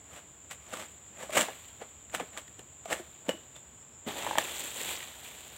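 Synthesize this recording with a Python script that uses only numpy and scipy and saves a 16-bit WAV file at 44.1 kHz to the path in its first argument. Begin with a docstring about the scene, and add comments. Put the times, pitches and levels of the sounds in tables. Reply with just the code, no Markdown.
"""A blade rasps through wet fibre in short pulls, stalks knock and crack, and a palm frond tears loose and
crashes down through the leaves, while insects drone in the trees: a harvester works a sickle on a long pole.
Fibres and foliage are coloured trains of random clicks, stalks and steel are decaying modes, the pole is
a bank of resonators driven by the work. Insects are a click band with wavering tones; a noise tail is the
echo of the grove, and coloured noise is the open air."""
import sys
import numpy as np
from scipy import signal
from scipy.fft import rfft, irfft, next_fast_len
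from scipy.io import wavfile

SR = 44100
rng = np.random.default_rng(int(sys.argv[2]) if len(sys.argv) > 2 else 0)


def materialize(psi):
    """Save the field psi as 16-bit PCM at rate SR to the path in sys.argv[1].

    A 1-D psi becomes a single channel; in a 2-D psi each row is a channel.
    """
    bounded = np.clip(np.atleast_2d(psi).T, -1, 1)
    quanta = np.round(bounded * 32767).astype(np.int16)
    wavfile.write(sys.argv[1], SR, quanta)


N = 245637
TIME = np.arange(N) / SR


def from_db(db):
    """Amplitude ratio: 20 dB for each factor of ten."""
    return 10 ** (np.asarray(db) / 20)


def rms_one(x):
    """Power normalisation: scale to a mean square of 1."""
    return x / np.sqrt(np.mean(x ** 2) + 1e-20)


def in_time(rows):
    """Linear interpolation: each column becomes a curve over time."""
    seconds, *columns = np.transpose(rows)
    return [np.interp(TIME, seconds, column) for column in columns]


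def colour(x, spectrum):
    """Spectral shaping: weight x on a log-frequency axis, 20 dB per octave down beyond the ends; rms 1."""
    hz, db = np.transpose(spectrum)
    size = next_fast_len(N)
    octave = np.log2(np.fft.rfftfreq(size, 1 / SR) + 1)   # the 1 avoids log of zero
    points = np.log2(hz)
    beyond = np.abs(octave - np.clip(octave, points[0], points[-1]))
    gain = from_db(np.interp(octave, points, db) - 20 * beyond)
    return rms_one(irfft(rfft(x, size) * gain, size)[:N])


def below(x, hz):
    """First-order low-pass filtering; x minus this is the matching high-pass."""
    return signal.lfilter(*signal.butter(1, min(hz, SR / 2 - 1), fs=SR), x)


def drift(rate):
    """Slow random modulation: noise knots, rate per second, joined by lines; rms 1."""
    knots = rng.standard_normal(N)
    return rms_one(np.interp(TIME * rate, np.arange(N), knots))


def crackle(per_s, spread_db):
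    """Random impulse train: independent clicks whose dB sizes are exponential, so a few stand far out."""
    sizes = from_db(spread_db * np.minimum(rng.exponential(1, N), 4))
    signs = rng.choice([-1, 1], N)
    return sizes * signs * (rng.random(N) < per_s / SR)


def ring(x, hz, t60):
    """Resonance: a two-pole filter in which a unit click starts a dying cosine of height 1."""
    radius = from_db(-60 / (t60 * SR))
    angle = 2 * np.pi * hz / SR
    zeros = [1, -radius * np.cos(angle)]
    poles = [1, -2 * radius * np.cos(angle), radius * radius]
    return signal.lfilter(zeros, poles, x + 1e-18)   # the offset keeps numbers out of the slow tiny range


def dying(t, t60):
    """Exponential decay: 60 dB down after t60 seconds."""
    return np.exp(-np.log(1000) * t / t60)


def add(out, s, sound):
    """Superposition: mix a sound in at time s."""
    start = int(s * SR)
    out[start:start + len(sound)] += sound[:N - start]


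def swell_and_fade(s, swell_s, fade_s):
    """Exponential growth and decay: gain peaks at s; each slope is the time for 20 dB."""
    slopes = np.maximum((s - TIME) / swell_s, (TIME - s) / fade_s)
    return from_db(np.maximum(-20 * slopes, -120))


# Pulls of the blade through fibre. Each row: peak in seconds, level in dB, swell in seconds per 20 dB,
# brightness in dB (the gain of the edge; the body moves the other way by a quarter of it).
PULLS = [(.175, -48.5, .14, 0), (.512, -42, .011, 7), (.734, -35.5, .013, -3), (.812, -42, .19, 2),
         (1.232, -41.5, .1, -2), (1.333, -39.5, .01, 5), (1.379, -20.8, .05, 0), (1.41, -25.3, .012, 3),
         (1.455, -44, .1, 2), (1.488, -40, .02, -9), (1.822, -44.5, .035, -12), (2.15, -36, .03, 2),
         (2.202, -35.5, .022, -9), (2.355, -51, .06, -4), (2.381, -42.5, .018, 3), (2.6, -54, .04, -3),
         (2.928, -30.8, .05, -1), (2.985, -50, .08, 3), (3.27, -50, .04, -6), (3.297, -33, .016, -5),
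         (3.565, -56, .03, 5), (4.083, -39, .025, -7)]
# Spectrum of parting fibre. Each row: frequency in Hz, relative density in dB per Hz.
FIBRE = [(100, -17), (220, -8), (420, -7), (620, -2), (950, -6), (1400, -6.5), (3000, -7.5), (3700, -12),
         (4900, -21), (6300, -17), (7500, -6), (9700, -21), (12500, -24), (15500, -24)]
# a pull fades by 20 dB in this time plus a share of its swell: slow pulls let go slowly
RELEASE_S, RELEASE_SHARE = .036, .22


def pulls():
    """Stick-slip friction: the blade parts thousands of fibres a second, catching and slipping as it goes."""
    catching = from_db(1.8 * drift(350))
    fibres = colour(crackle(per_s=11000, spread_db=3.0) * catching, FIBRE)
    body = below(fibres, hz=1700)
    edge = fibres - body
    body_power = edge_power = 0
    for s, db, swell, bright_db in PULLS:
        gain = from_db(db) * swell_and_fade(s, swell, RELEASE_S + RELEASE_SHARE * swell)
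        body_power = body_power + gain ** 2 / from_db(bright_db / 2)
        edge_power = edge_power + gain ** 2 * from_db(bright_db) ** 2
    return body * np.sqrt(body_power) + edge * np.sqrt(edge_power)


# Chops that split a stalk. Each row: time of the crack in seconds, level in dB, settled pitch of the crack
# in Hz, settled pitch of the stalk giving way in Hz, splintering in dB re the crack.
CHOPS = [(2.1485, -18, 1250, 620, -9), (2.375, -24.5, 1500, 1100, -9), (2.593, -38, 400, 280, -5),
         (2.9283, -16, 1600, 640, -10.5), (3.2915, -15, 480, 270, -10.5), (4.3836, -11, 820, 680, -7.5)]
# Knocks against the stalks; the last row is a high second note of the final crack, played like a knock. Each
# row: start in seconds, level in dB, settled pitch in Hz.
KNOCKS = [(.737, -28.5, 1130), (1.188, -41, 600), (1.294, -29.5, 570), (1.368, -18, 560),
          (1.484, -27.5, 760), (1.816, -33, 430), (2.199, -23.5, 720), (2.209, -33, 260), (2.228, -35, 400),
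          (2.856, -30, 640), (2.997, -34, 350), (3.338, -37, 330), (4.064, -30, 230), (4.075, -27, 420),
          (4.273, -24, 900), (4.331, -27, 830), (4.385, -12.5, 1520)]
# Dry leaflets and twigs snapping. Each row: start in seconds, level in dB.
SNAPS = [(1.063, -53), (1.305, -37), (2.098, -48), (2.332, -47), (2.479, -44.5), (2.593, -47), (2.856, -42),
         (4.225, -35), (5.028, -34)]
# Every "CYCLES" of ringing is the number in which a note dies by 60 dB; splintering is in dB re the blow.
KNOCK_CYCLES, KNOCK_SPLINTER_DB = 23, -16
CRACK_CYCLES = 14
# the stalk gives way with a thud just before it cracks: lead, level re the crack
GIVE_LEAD_S, GIVE_DB, GIVE_CYCLES = .0077, -7, 14
# the frond's last strands part one after another, at even steps
TEAR_S, TEAR_STEP_S, TEAR_DB = 4.2655, .0447, -16.5
TEAR_HZ, TEAR_CYCLES, TEAR_SPLINTER_DB = 800, 13, -21
SNAP_HZ, SNAP_CYCLES, SNAP_SPLINTER_DB = 1700, 36, -2
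# cycles over which a note builds up: brittle breaks are sudden, knocks on wet stalks are soft
BREAK_CONTACT_CYCLES, KNOCK_CONTACT_CYCLES = .8, 1.15


def blows(strands=3):
    """Impact and fracture: lists every blow as (s, dB, Hz, ringing cycles, splinter dB, contact cycles)."""
    gives = [(s - GIVE_LEAD_S, db + GIVE_DB, hz, GIVE_CYCLES, KNOCK_SPLINTER_DB) for s, db, _, hz, _ in CHOPS]
    cracks = [(s, db, hz, CRACK_CYCLES, splinter_db) for s, db, hz, _, splinter_db in CHOPS]
    tears = [(TEAR_S + k * TEAR_STEP_S, TEAR_DB, TEAR_HZ, TEAR_CYCLES, TEAR_SPLINTER_DB)
             for k in range(strands)]
    snaps = [(s, db, SNAP_HZ, SNAP_CYCLES, SNAP_SPLINTER_DB) for s, db in SNAPS]
    breaks = [(*blow, BREAK_CONTACT_CYCLES) for blow in gives + cracks + tears + snaps]
    soft = [(s, db, hz, KNOCK_CYCLES, KNOCK_SPLINTER_DB, KNOCK_CONTACT_CYCLES) for s, db, hz in KNOCKS]
    return breaks + soft


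# Modes of a stalk. Each row: multiple of its pitch, mean level in dB, share of the note's t60.
STALK = [(.4, -23, 1.2), (.65, -12, 1), (1, -1, 1), (1.8, -10, .9), (2.5, -21, .7)]


def knocks(splinter_t60=.016, glide=.3, settle_s=.003):
    """Modal vibration: a wet stalk gives a short hollow note; splitting fibres add a crack on top."""
    out, t = np.zeros(N), TIME[:SR // 5]
    splinters = colour(crackle(per_s=16000, spread_db=2.4), FIBRE)
    splinters = rms_one(splinters - below(splinters, hz=1500))
    # bending waves carry high notes fastest, so each note starts sharp and settles
    swept = t + glide * settle_s * (1 - np.exp(-t / settle_s))
    for s, db, hz, cycles, splinter_db, contact_cycles in blows():
        note = 0
        for k, (ratio, mode_db, share) in enumerate(STALK):
            level = from_db(mode_db + rng.standard_normal())   # each blow excites the modes a little differently
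            tone = np.sin(2 * np.pi * hz * ratio * swept)
            note = note + level * (-1) ** k * tone * dying(t, share * cycles / hz)
        pressed = 1 - np.exp(-t * hz / contact_cycles)   # thick, low stalks give way more slowly
        crack = from_db(splinter_db) * splinters[int(s * SR):][:len(t)] * dying(t, splinter_t60)
        add(out, s, from_db(db) * (pressed * note + crack))
    return out


# Modes of the pole. Each row: frequency in Hz, gain in dB, t60 in seconds.
POLE = [(200, -46, .05), (310, -52, .05), (525, -44, .035), (632, -44, .045), (818, -56, .08),
        (1182, -48, .06), (1712, -55, .09), (2200, -50, .04)]


def pole(force):
    """Forced resonance: the hollow pole rings along with whatever shakes its tip."""
    return sum(from_db(db) * ring(force, hz, t60) for hz, db, t60 in POLE)


# The steel sickle rings when it springs free. Each row: start in seconds, level of the stronger mode in dB,
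# its frequency in Hz, t60 in seconds.
BLADE = [(3.292, -35, 2920, .2), (3.557, -51, 3540, .15)]


def blade(pair_hz=45, wobble=.7):
    """Beating: two close modes of the sickle die together, unsettled by fibres that still touch the steel."""
    out, t = np.zeros(N), TIME[:SR // 2]
    for s, db, hz, t60 in BLADE:
        phase = 2 * np.pi * hz * t + wobble * drift(200)[:len(t)]
        pair = np.sin(phase) + .5 * np.sin(phase + 2 * np.pi * pair_hz * t)
        add(out, s, from_db(db) * dying(t, t60) * pair)
    return out


# rustle re the pull, its build-up added to the pull's swell, its fading (both seconds per 20 dB)
SHAKE_DB, SHAKE_RISE_S, SHAKE_FADE_S = -21, .04, .5
SHAKE_FOLLOWS, USUAL_PULL_DB = .72, -40   # share of a pull's extra dB that reaches the leaves
SHAKE_DB_PER_DOUBLING, USUAL_SWELL_S = 1.2, .04   # a swell twice as long shakes the crown this much more


def crown_shake():
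    """Vibration transmission: every pull shakes the crown, whose leaves go on rustling; powers add."""
    power = 0
    for s, db, swell, _ in PULLS:
        force_db = SHAKE_FOLLOWS * (db - USUAL_PULL_DB)
        length_db = SHAKE_DB_PER_DOUBLING * np.log2(swell / USUAL_SWELL_S)
        level = from_db(USUAL_PULL_DB + SHAKE_DB + force_db + length_db)
        power = power + (level * swell_and_fade(s, SHAKE_RISE_S + swell, SHAKE_FADE_S)) ** 2
    return np.sqrt(power)


def weigh(rustle, weight_db, crisp_db):
    """Shelving: set the gain of the low end and of the crisp top."""
    low = below(rustle, hz=1100)
    high = rustle - below(rustle, hz=6000)
    return rustle + (from_db(weight_db) - 1) * low + (from_db(crisp_db) - 1) * high


# Spectrum of the foliage. Each row: frequency in Hz, relative density in dB per Hz.
FOLIAGE = [(60, -10), (200, -5), (280, -2), (800, -2), (1200, -6), (3400, 0), (3900, -4), (5200, -17),
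           (6400, -10), (7400, 0), (8300, -6), (10300, -15), (13700, -11), (15500, -12)]
# Rustle of the frond crashing down. Each row: time in seconds, level in dB before the gain FALL_DB.
FALL = [(4.086, -46.0), (4.111, -49.0), (4.225, -42.8), (4.36, -46.2), (4.385, -38.6), (4.515, -44.3),
        (4.605, -41.0), (4.719, -44.0), (4.894, -39.3), (5.118, -52.7), (5.213, -53.2), (5.243, -49.2),
        (5.458, -55.6), (5.557, -52.8)]
FALL_S, FALL_ATTACK_S, FALL_DB = 4.066, .008, 3   # the rustle of the fall sets in at once
# the heavy stalk drags first, then only the light leaflets move: low end and crispness before and after
STALK_WEIGHT_DB, LEAFLET_WEIGHT_DB, STALK_CRISP_DB, LEAFLET_CRISP_DB = 7, -2, -2.5, 1.2
LIGHTEN_S, LIGHTEN_OVER_S = 4.3, .27
CROWN_WEIGHT_DB, CROWN_CRISP_DB = -3.5, -.5


def leaves(tick_cycles=12):
    """Random multiple impacts: leaflets brush in clumps and tick, each at its own pitch."""
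    clumps = from_db(1.5 * drift(70))
    brush = colour(crackle(per_s=10000, spread_db=2.8) * clumps, FOLIAGE)
    ticks = 0
    for hz in np.geomspace(500, 13000, 20):
        # high ticks die sooner, so they start taller to carry their share
        ticks = ticks + hz ** .85 * ring(crackle(per_s=45, spread_db=3.5), hz, tick_cycles / hz)
    rustle = from_db(-1.4) * brush + from_db(-5) * colour(ticks, FOLIAGE)
    fall_db, = in_time(FALL)
    fall = from_db(FALL_DB + fall_db) * np.clip((TIME - FALL_S) / FALL_ATTACK_S, 0, 1)
    weight_db, crisp_db = in_time([(LIGHTEN_S, STALK_WEIGHT_DB, STALK_CRISP_DB),
                                   (LIGHTEN_S + LIGHTEN_OVER_S, LEAFLET_WEIGHT_DB, LEAFLET_CRISP_DB)])
    frond = fall * weigh(rustle, weight_db, crisp_db)
    crown = crown_shake() * weigh(rustle, CROWN_WEIGHT_DB, CROWN_CRISP_DB)
    return frond + crown


def grove(x, first_s=.008, treble_t60=.3, bass_share=.55):
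    """Scattering: trunks and fronds return a thin tail; long waves mostly pass, and treble dies first."""
    t = TIME[:SR]
    build_up = 1 - np.exp(-(t / first_s) ** 2)
    scatter = rng.standard_normal(len(t)) * (rng.random(len(t)) < .08) * build_up
    scatter = scatter - (1 - bass_share) * below(scatter, hz=1500)
    dull = below(scatter, hz=4000)
    tail = dull * dying(t, .42) + (scatter - dull) * dying(t, treble_t60)
    return from_db(-16) * signal.fftconvolve(x, tail / np.linalg.norm(tail))[:N]


# Spectrum of the chorus. Each row: frequency in Hz, relative density in dB per Hz.
DRONE = [(6000, -36), (6550, -20), (6850, -7), (7040, 1), (7200, -3), (7380, -1), (7520, -5), (7680, -2),
         (7880, -9), (8100, -19), (8700, -27), (9800, -40)]
# Swell of the insects. Each row: time in seconds, mean level of the chorus in dB.
INSECTS = [(0, -56), (1.9, -54.5), (4, -56)]
# Notes of the nearest insects. 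Each entry: frequency in Hz.
SINGERS_HZ = [7000, 7060, 7290, 7390, 7620]


def insects():
    """Incoherent summation: many far drum clicks merge into a shrill band; a few nearer notes waver."""
    chorus_db, = in_time(INSECTS)
    chorus = colour(crackle(per_s=12000, spread_db=1.5), DRONE)
    singers = rms_one(sum(np.sin(2 * np.pi * hz * TIME + 2 * drift(40)) * drift(10) for hz in SINGERS_HZ))
    return (chorus + from_db(-6) * singers) * from_db(chorus_db + .6 * drift(60))


# Faint far chirps. Each row: time of the peak in seconds, peak level in dB, frequency in Hz.
CHIRPS = [(3.762, -68, 8800), (3.815, -73, 5400), (3.945, -71, 5450)]
CHIRP_S = .018   # standard deviation of the bell-shaped envelope


def chirps(blur=1.5):
    """Phase modulation: thin high notes from far off, blurred by the foliage."""
    waver = blur * drift(400)   # radians
    out = np.zeros(N)
    for s, db, hz in CHIRPS:
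        bell = np.exp(-((TIME - s) / CHIRP_S) ** 2 / 2)
        out += from_db(db) * bell * np.sin(2 * np.pi * hz * TIME + waver)
    return out


# Spectrum of the open air. Each row: frequency in Hz, relative density in dB per Hz.
AIR = [(25, -29), (48, -14), (70, 1), (100, -3), (200, -8), (400, -12), (1000, -15), (2000, -19.5),
       (3400, -20), (4800, -32), (8500, -30), (11500, -38), (15000, -31)]


def open_air():
    """Broadband noise: a steady, mostly low murmur."""
    return from_db(-58.5) * colour(rng.standard_normal(N), AIR)


def scene():
    """Superposition: the work at the palm, its echo among the trunks, insects and open air."""
    work = pulls() + knocks()
    near = work + pole(work) + blade() + leaves()
    return (near + grove(near) + insects() + chirps() + open_air())[None]


def record(dry):
    """Band limiting: an elliptic low-pass cuts the top steeply at 15.8 kHz."""
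    return signal.sosfilt(signal.ellip(12, .1, 80, 15800, fs=SR, output="sos"), dry)


dry = scene()
out = record(dry)
materialize(out)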